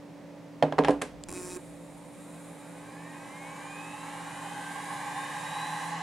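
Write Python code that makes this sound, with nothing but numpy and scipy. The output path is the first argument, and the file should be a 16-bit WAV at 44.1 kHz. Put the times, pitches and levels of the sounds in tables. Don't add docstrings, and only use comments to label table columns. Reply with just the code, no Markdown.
import sys
import numpy as np
from scipy import signal
from scipy.fft import rfft, irfft, next_fast_len
from scipy.io import wavfile

SR = 44100
rng = np.random.default_rng(int(sys.argv[2]) if len(sys.argv) > 2 else 0)


def to_wav(s):
    ch = np.atleast_2d(s).T
    pcm = np.round(np.clip(ch, -1, 1) * 32767)
    wavfile.write(sys.argv[1], SR, pcm.astype(np.int16))


N = 265702
TIME = np.arange(N) / SR
SIZE = next_fast_len(N + 8192)
FREQS = np.maximum(np.arange(SIZE // 2 + 1) * SR / SIZE, 1)
LEFT_RIGHT = np.array([[1], [-1]])


def from_db(db):
    return np.exp(np.asarray(db) * (np.log(10) / 20))


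def rms_one(x):
    return x / np.sqrt(np.mean(x ** 2) + 1e-20)


def in_time(points):
    return np.interp(TIME, *np.transpose(points))


def at_hz(points, hz):
    known_hz, values = np.transpose(points)
    return np.interp(np.log(np.maximum(hz, 1)), np.log(known_hz), values)


def colour(x, gain):
    return irfft(rfft(x, SIZE) * gain, SIZE)[..., :N]


def drift(rate_hz):
    return np.interp(TIME * rate_hz, np.arange(1024), rng.standard_normal(1024))


# frequency in Hz, correlation (1 = identical).
LIKENESS = [(40, 0.4), (120, 1), (250, 0.41), (1000, 0.96), (4000, 0.63), (9000, 0.85), (12000, 0.027)]


def noise(gain):
    alike = np.clip(at_hz(LIKENESS, FREQS), -1, 1)
    mid, side = rng.standard_normal((2, N))
    shared = colour(mid, gain * np.sqrt(1 + alike))
    opposed = colour(side, gain * np.sqrt(1 - alike))
    return rms_one(shared + opposed * LEFT_RIGHT)


def ring(clicks, hz, t60_s):
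    radius = from_db(-60 / (t60_s * SR))
    turn = 2 * np.pi * hz / SR
    poles = [1, -2 * radius * np.cos(turn), radius * radius]
    return signal.lfilter([0, np.sin(turn)], poles, clicks + 1e-18)


def resonate(clicks, hz, width_hz):
    return ring(clicks, hz, np.log(1000) / (np.pi * width_hz))


def humps(resonances, hz):
    power = sum(from_db(db) ** 2 / (1 + 2 * ((hz - centre_hz) / width_hz) ** 2) ** 2
                for centre_hz, width_hz, db in resonances)
    return np.sqrt(power)


def clicks_at(times_s, sizes):
    out = np.zeros(N)
    out[np.round(np.asarray(times_s) * SR).astype(int)] = sizes
    return out


def crowded_modes(times_s, levels_db, t60_s, low_hz, high_hz, tail_db, tail_t60_s, spread):
    power = np.zeros(N)
    age_s = TIME[:SR // 2]
    short_t60s = np.maximum(t60_s * np.ones(len(times_s)), .004)
    for s, db, short_s in zip(times_s, levels_db, short_t60s):
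        start = int(s * SR)
        direct = 1e6 ** (-age_s / short_s)
        tail = from_db(tail_db) ** 2 * 1e6 ** (-age_s / tail_t60_s)
        power[start:start + len(age_s)] += from_db(db) ** 2 * (direct + tail)
    mid, side = rng.standard_normal((2, N))
    blows = np.sqrt(power) * (mid + spread * side * LEFT_RIGHT)
    band = signal.butter(2, [low_hz, min(high_hz, .45 * SR)], "band", fs=SR, output="sos")
    return signal.sosfilt(band, blows + 1e-12) * np.sqrt(SR / 2 / (high_hz - low_hz))


# time in seconds, relative levels of body, clack, crack and top in dB, treble t60 in seconds, most
# favoured mode in Hz.
CONTACTS = [(0.6252, -15, -13.5, -27.5, -44, .03, 590), (0.6335, -24, -27, -38, -54, .03, 620),
            (0.724, -29, -22.5, -36, -53, .018, 860), (0.783, -18, -19.5, -35, -52, .025, 830),
            (0.7872, -14, -13.5, -27, -44, .035, 440), (0.837, -36, -29, -36, -49, .02, 900),
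            (0.847, -28, -21, -25, -43, .03, 860), (0.875, -36, -33, -38, -54, .035, 830),
            (0.884, -14.5, -13, -30, -36, .018, 490), (0.8938, -22, -21, -37, -54, .02, 285),
            (0.907, -32, -34, -38, -41, .035, 515), (1.015, -39, -37, -37, -39, .03, 425),
            (1.019, -28, -31, -27, -29, .02, 425)]
# frequency in Hz, relative level in dB, t60 in seconds.
CASE = [(155, -4, .26), (200, -17, .2), (257, -8, .22), (286, -7, .29), (318, -16, .2), (390, -13, .12),
        (424, -5.5, .16), (462, -9, .16), (514, -6.5, .16), (544, -11, .12), (600, -13, .18),
        (624, -8, .14), (675, -15, .12), (743, -9, .15), (814, -6.5, .12), (860, -10, .09), (915, -19, .12),
        (1028, -9, .11), (1154, -17, .12)]
# frequency in Hz, relative level in dB, t60 in seconds.
SHELL = [(1596, -8, 0.043), (1636, -3, 0.1), (1790, 1, 0.022), (2090, -7, 0.048), (2500, -11, 0.035),
         (3180, -4.5, 0.022), (3660, -13.5, .03), (4340, -10, 0.032), (5070, -15, 0.025),
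         (7140, -14.5, 0.024)]
FAVOUR_DB, FAVOUR_OCTAVES = 5.5, .14
SWING_DB = 6.5


def switch(thud_db=-11, snap_db=-3, case_db=-4.5, shell_db=-3, uneven_db=3.0):
    s, body_db, clack_db, crack_db, top_db, t60_s, favoured_hz = np.transpose(CONTACTS)
    body = 0
    for k, (hz, db, decay_s) in enumerate(CASE):
        favour_db = FAVOUR_DB * np.exp(-(np.log2(hz / favoured_hz) / FAVOUR_OCTAVES) ** 2)
        scatter_db = uneven_db * rng.standard_normal(len(s))
        strengths = from_db(body_db + db + case_db + favour_db + scatter_db)
        body = body + (-1) ** k * ring(clicks_at(s, strengths), hz, decay_s)
    for k, (hz, db, decay_s) in enumerate(SHELL):
        strengths = from_db(crack_db + db + shell_db + uneven_db * rng.standard_normal(len(s)))
        body = body + (-1) ** k * ring(clicks_at(s, strengths), hz, decay_s)
    swing = ring(clicks_at(s, from_db(clack_db + SWING_DB)), 650, .007)
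    snap = ring(clicks_at(s, from_db(crack_db + snap_db)), 3900, .0024)
    jolt = signal.sosfilt(signal.butter(4, 135, "high", fs=SR, output="sos"), body + swing + snap)
    thud = crowded_modes(s, body_db + thud_db, .063, 293, 624, tail_db=-8, tail_t60_s=.4, spread=.19)
    clack = crowded_modes(s, clack_db - 1.5, .021, 515, 1000, tail_db=-17.5, tail_t60_s=.28, spread=.27)
    crack = crowded_modes(s, crack_db, t60_s, 930, 2760, tail_db=-15.5, tail_t60_s=.28, spread=.44)
    edge = crowded_modes(s, top_db - 4.5, t60_s, 2300, 9100, tail_db=-17, tail_t60_s=.3, spread=.32)
    top = crowded_modes(s, top_db - 7.5, t60_s, 7100, 10000, tail_db=-10.5, tail_t60_s=.18, spread=.35)
    treble_cut = signal.butter(8, 11800, fs=SR, output="sos")
    return signal.sosfilt(treble_cut, jolt + thud + clack + crack + edge + top)


# time in seconds, relative level in dB.
PROBES = [(1.287, 1), (1.293, 1.5), (1.304, 1.5), (1.315, 2.5), (1.326, 4.5)]
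STEP_START_S, STEP_END_S, STEP_HZ = 1.3371, 1.571, 180.6
# frequency in Hz, relative level in dB per Hz.
PULSE = [(400, -40), (1500, -4), (3200, -26), (4500, -12), (5800, -2), (6600, -7), (7350, 4.5), (8100, -4),
         (9000, 4), (10200, -6), (11200, -5), (12200, -37), (15500, -41)]
GRIT_DB = -9
# frequency in Hz, width in Hz, level while stepping in dB rms.
BUZZ = [(365, 16, -44.5), (883, 10, -55.5), (1080, 40, -58), (1265, 25, -67), (1421, 14, -67),
        (1604, 14, -64), (1809, 30, -68), (1990, 30, -73), (2169, 30, -74), (2335, 45, -63),
        (2520, 65, -59), (3252, 30, -77), (3800, 50, -67), (3985, 40, -72), (4165, 40, -76),
        (4910, 60, -74)]
RING_HZ = 2000
# time in seconds, relative level in dB.
RING_SWELL = [(1.29, 4), (1.33, 1), (1.375, 9.5), (1.41, -12), (1.438, -2), (1.465, -16), (1.52, 6.5),
              (1.555, -8), (1.58, -3)]
LURCH_DB = -44.5
TWITCH_S, TWITCH_DB = 1.2376, -31
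# frequency in Hz, width in Hz, relative level in dB.
COIL = [(3520, 210, -12), (4900, 1200, 2.5), (7460, 380, 2.5), (9900, 1400, -21)]
SHAKE = [(150, -6), (300, 9.0), (900, -16.0), (2000, -16), (2900, -23)]  # Hz, relative dB per Hz


def motor_start(pulse_db=-47.0, shake_db=-60, rattle_db=3.5):
    steps_s = np.arange(STEP_START_S, STEP_END_S, 1 / STEP_HZ)
    steps_s = steps_s + np.cumsum(2.6e-5 * rng.standard_normal(len(steps_s)))
    probes_s, probes_db = np.transpose(PROBES)
    pulses = clicks_at(probes_s, from_db(probes_db)) + clicks_at(steps_s, np.ones(len(steps_s)))
    stepping = (TIME > STEP_START_S) & (TIME < STEP_END_S)
    dying = 1000 ** (-TIME[:1024] / .009)
    smear = rfft(dying * rng.standard_normal(len(dying)), SIZE)
    answer = rms_one(colour(pulses, smear / abs(smear)))
    grit = rms_one(signal.fftconvolve(pulses, dying)[:N] * noise(1))
    spit = colour(answer + from_db(GRIT_DB) * grit, from_db(at_hz(PULSE, FREQS)))
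    out = from_db(pulse_db) * spit / spit[:, stepping].std()

    uneven = pulses * (1 + .2 * rng.standard_normal(N))
    for hz, width_hz, level_db in BUZZ:
        swell_db = rattle_db * drift(25.43) + (hz > RING_HZ) * in_time(RING_SWELL)
        tone = resonate(uneven, hz, width_hz) * from_db(swell_db)
        out = out + from_db(level_db) * tone / tone[stepping].std()

    shake = rms_one(colour(grit, from_db(at_hz(SHAKE, FREQS))))
    out = out + from_db(shake_db) * shake
    lurches = clicks_at(probes_s, from_db(probes_db + LURCH_DB))
    out = out + resonate(lurches, 274, 40) + resonate(lurches, 1080, 120)

    twitch = clicks_at([TWITCH_S], from_db(TWITCH_DB))
    tick = sum(from_db(db) * resonate(twitch, hz, width_hz) for hz, width_hz, db in COIL)
    tick_band = signal.butter(3, [2600, 10500], "band", fs=SR, output="sos")
    return out + signal.sosfilt(tick_band, tick)


# time in seconds, turns per second.
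SPEED = [(1.571, 7.5), (2.03, 27.65), (2.28, 38.88), (2.52, 49.65), (2.8, 61.9), (3.1, 74.43), (3.4, 86.35),
         (3.7, 97.66), (4.0, 108.42), (4.3, 118.6), (4.6, 128.22), (4.9, 137.35), (5.2, 146.04),
         (5.5, 154.24), (5.85, 163.26), (5.985, 166.7)]
WORKING_HZ = 166.7


def spindle_speed():
    return np.interp(TIME, *np.transpose(SPEED), left=0)


def with_speed(db_per_doubling):
    return (spindle_speed() / WORKING_HZ) ** (db_per_doubling / (20 * np.log10(2)))


EASE_S, EASE_LAG_S, EASE_DB = 5.89, .063, 15


def current_db():
    return -EASE_DB * (1 - np.exp(-np.maximum(TIME - EASE_S, 0) / EASE_LAG_S))


# multiple of the turning rate,
# level at working speed in dB before the housing, growth in dB per doubling of speed.
ORDERS = [(11, -49.7, 3.6), (12, -46.5, 2), (13, -55.4, -1.4), (15, -64.9, -2.6), (16, -59.5, -4.9),
          (17, -59.3, 1.8), (20, -61.4, -0.4), (21, -64.5, 2.7), (23, -65.4, 6.0), (24, -60.6, -1.2),
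          (28, -64.9, -0.7), (29, -68.7, 0.6), (31, -74.2, 0.3), (32, -66.4, -1.4), (33, -70.6, -0.2),
          (35, -79.3, -5.8), (36, -60.4, 6.4), (37, -66.0, 6.5), (40, -67.6, 4.5), (41, -76.2, -2.1),
          (44, -70.5, 2.9), (45, -80.7, -3.5), (48, -65.3, 7.9), (49, -77.5, 0.0), (52, -67.8, 5.3),
          (56, -69.1, 5.9), (57, -81.4, 0.1), (60, -67.7, 4.1), (64, -69.7, 6.0), (68, -66.9, 8.8),
          (72, -64.8, 5.9), (76, -70.1, 6.7), (80, -71.9, 6.1), (84, -67.1, 10.5), (88, -68.7, 7.4),
          (92, -68.0, 8.6), (96, -69.8, 7.4), (100, -71.9, 6.8), (104, -78.0, 1.5)]
# frequency in Hz, gain in dB.
HOUSING = [(500, -28), (800.0, -13.1), (950.0, -13.3), (1150.0, -10.4), (1400.0, -13.0), (1500.0, -10.3),
           (1575, 0), (1660, -10), (1850.0, -5.2), (2020.0, -7.2), (2250.0, 0.8), (2530.0, 3.8),
           (2800.0, -14.5), (3130.0, -1.2), (3400.0, -14.6), (3700.0, -1.0), (3920.0, 1.3), (4150.0, -4.1),
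           (4400.0, -14.8), (4900.0, -2.2), (5250.0, -7.9), (5700.0, -6.3), (6150.0, -4.5), (6800.0, 1.0),
           (7400.0, 2.7), (7800.0, 1.6), (8250.0, -3.2), (8800.0, 3.3), (9400.0, 3.3), (10000.0, 4.6),
           (10450.0, -10.6), (10950.0, 0.4), (11500.0, -14.5), (13000.0, -18.7)]
LEAD_ORDER, LEAD_DB = 25, -71
# frequency in Hz, width in Hz, peak level in dB rms.
STATOR = [(1150, 240, -69), (1420, 170, -68), (1840, 160, -55), (2200, 170, -52), (2520, 170, -49),
          (3110, 200, -59.5), (3700, 180, -57), (3925, 120, -47)]
POLE_ORDERS = (32, 36)
# frequency in Hz, width in Hz, peak level in dB rms.
FRAME = [(930, 200, -62), (1400, 180, -66.5)]
WHISTLE_ORDER = 72
# frequency in Hz, width in Hz, peak level in dB rms.
WHISTLE = [(4900, 260, -76), (5800, 420, -73.5), (6950, 700, -66.5)]
WHINE_FOLLOWS = .35


def whine(imbalance_db=-47, flutter_db=-1.7, sway_db=1.5):
    speed_hz = spindle_speed()
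    turning = speed_hz > 0
    doublings = np.log2(np.maximum(speed_hz, 1) / WORKING_HZ)
    strength = from_db(WHINE_FOLLOWS * current_db()) * turning
    angle = 2 * np.pi * np.cumsum(speed_hz) / SR
    imbalance = from_db(imbalance_db) * (speed_hz / WORKING_HZ) ** 8
    out = imbalance * np.sqrt(2) * np.sin(angle) * np.ones((2, 1))
    ripple_hz = np.arange(4200, 16000, 170)
    ripple_db = 1.5 * rng.standard_normal(len(ripple_hz))

    lead_gain = np.hypot(humps(STATOR, LEAD_ORDER * speed_hz), from_db(LEAD_DB)) * turning
    partials = [(LEAD_ORDER, lead_gain)]
    for order, db, growth_db in ORDERS:
        hz = order * speed_hz
        radiated_db = at_hz(HOUSING, hz) + np.interp(hz, ripple_hz, ripple_db, left=0)
        bass_loss = np.minimum(hz / HOUSING[0][0], 1) ** 2
        gain = strength * bass_loss * from_db(db + growth_db * doublings + radiated_db)
        if order in POLE_ORDERS:
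            gain = np.hypot(gain, humps(FRAME, hz))
        if order == WHISTLE_ORDER:
            gain = np.hypot(gain, humps(WHISTLE, hz))
        partials.append((order, gain))

    for order, gain in partials:
        wave = np.sqrt(2) * np.sin(order * angle + rng.uniform(0, 2 * np.pi))
        tone = gain * from_db(flutter_db * drift(45)) * wave
        sway = from_db(sway_db * drift(8.2))
        out += [tone * sway, tone / sway]
    return out


# frequency in Hz, width in Hz, relative level in dB.
PLATTERS = [(827, 63, 3), (903, 98, -7), (1058, 107, -1.5), (1220, 61, -16), (1598, 57, -5.5),
            (1713, 187, -9.5), (1985, 174, -10), (2500, 160, -36), (2920, 240, -18.5), (3900, 570, -26)]
# frequency in Hz, relative level in dB per Hz.
AIR = [(60, -35), (300, -40), (700, 13), (1400, -15), (2500, 9), (4700, 2), (7500, 4), (9500, -17),
       (12000, -10), (15500, -34)]
RUSH_DB, RUSH_DB_PER_DOUBLING = -35.5, 13


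def air_rush(hiss_db=-14, gust_db=0.86):
    flutter = noise(humps(PLATTERS, FREQS)) * from_db(gust_db * drift(35))
    hiss = from_db(hiss_db) * noise(from_db(at_hz(AIR, FREQS)))
    return from_db(RUSH_DB) * with_speed(RUSH_DB_PER_DOUBLING) * (flutter + hiss)


# frequency in Hz, relative level in dB per Hz.
WINDINGS = [(1500, -14), (2450, -0.5), (2850, -18.5), (3850, -3.5), (4500, -19), (5500, -25), (6500, -9),
            (7350, -2), (8100, -5), (8950, 2), (9500, -4), (10000, -1.5), (10500, -7), (11000, -6),
            (12000, -11.5), (15500, -26)]
# time in seconds, relative level in dB.
HISS_SWELL = [(1.63, 2.5), (1.82, -0.5), (1.935, 1.5), (1.96, -2), (1.98, 4.5), (2.0, -1), (2.13, 1),
              (2.18, 3.5), (2.48, 4), (3.0, 0.5), (3.3, 2.5), (3.9, 2), (4.7, 2.5), (5.6, -.5)]
CHOP_DB = -61
SIZZLE_DB, SIZZLE_DB_PER_DOUBLING = -49.5, 17


def motor_hiss(flicker_db=0.76):
    sizzle = from_db(SIZZLE_DB) * with_speed(SIZZLE_DB_PER_DOUBLING)
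    level = np.hypot(from_db(CHOP_DB), sizzle) * (TIME > STEP_START_S)
    swell_db = current_db() + in_time(HISS_SWELL) + flicker_db * drift(90)
    return level * from_db(swell_db) * noise(from_db(at_hz(WINDINGS, FREQS)))


# frequency in Hz, relative level in dB per Hz.
RUMBLE_COLOUR = [(22, -18), (38, -14), (57, 5), (80, -5), (130, -22), (500, -67)]
RUMBLE_DB = -42.5
RUMBLE_ATTACK_S, RUMBLE_T60_S = .018, 3.7


def rumble():
    power = 0
    for s, body_db, *_ in CONTACTS:
        age_s = np.maximum(TIME - s, 0)
        attack = 1 - np.exp(-age_s / RUMBLE_ATTACK_S)
        decay = np.exp(-np.log(1000) * age_s / RUMBLE_T60_S)
        power = power + (from_db(RUMBLE_DB + body_db) * attack * decay) ** 2
    return np.sqrt(power) * noise(from_db(at_hz(RUMBLE_COLOUR, FREQS)))


# frequency in Hz, level in dB rms.
FAN = [(118.4, -65.5), (166.9, -54), (290.7, -51.5), (511.4, -61.5), (543.7, -65.5), (576.0, -61),
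       (640.6, -65.5), (672.9, -73)]
# frequency in Hz, relative level in dB per Hz.
ROOM = [(25, -25), (60, -9.5), (100, -12), (165, 6), (215, -0.5), (270, 3), (350, -3.5), (520, -1.5),
        (700, -6), (900, -7), (1400, -16.5), (2000, -15), (3000, -22.5), (6000, -27), (10000, -32.5),
        (15500, -39)]
ROOM_DB = -50


def fan(waver_db=1.0, wander_hz=0.86):
    tones = 0
    for hz, db in FAN:
        angle = 2 * np.pi * np.cumsum(hz + wander_hz * drift(9)) / SR
        tones = tones + from_db(db + waver_db * drift(3.08)) * np.sqrt(2) * np.sin(angle)
    return tones + from_db(ROOM_DB) * noise(from_db(at_hz(ROOM, FREQS)))


# frequency in Hz, left minus right in dB.
BALANCE = [(130, 1), (350, -3), (700, -3), (1400, -1.3), (3000, -.5), (9000, -0.5)]


def scene():
    sound = switch() + rumble() + motor_start() + whine() + air_rush() + motor_hiss() + fan()
    return colour(sound, from_db(at_hz(BALANCE, FREQS) * LEFT_RIGHT / 2))


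CUTOFF_HZ = 15750


def record(dry):
    return signal.sosfilt(signal.ellip(10, .1, 90, CUTOFF_HZ, fs=SR, output="sos"), dry)


dry = scene()
out = record(dry)
to_wav(out)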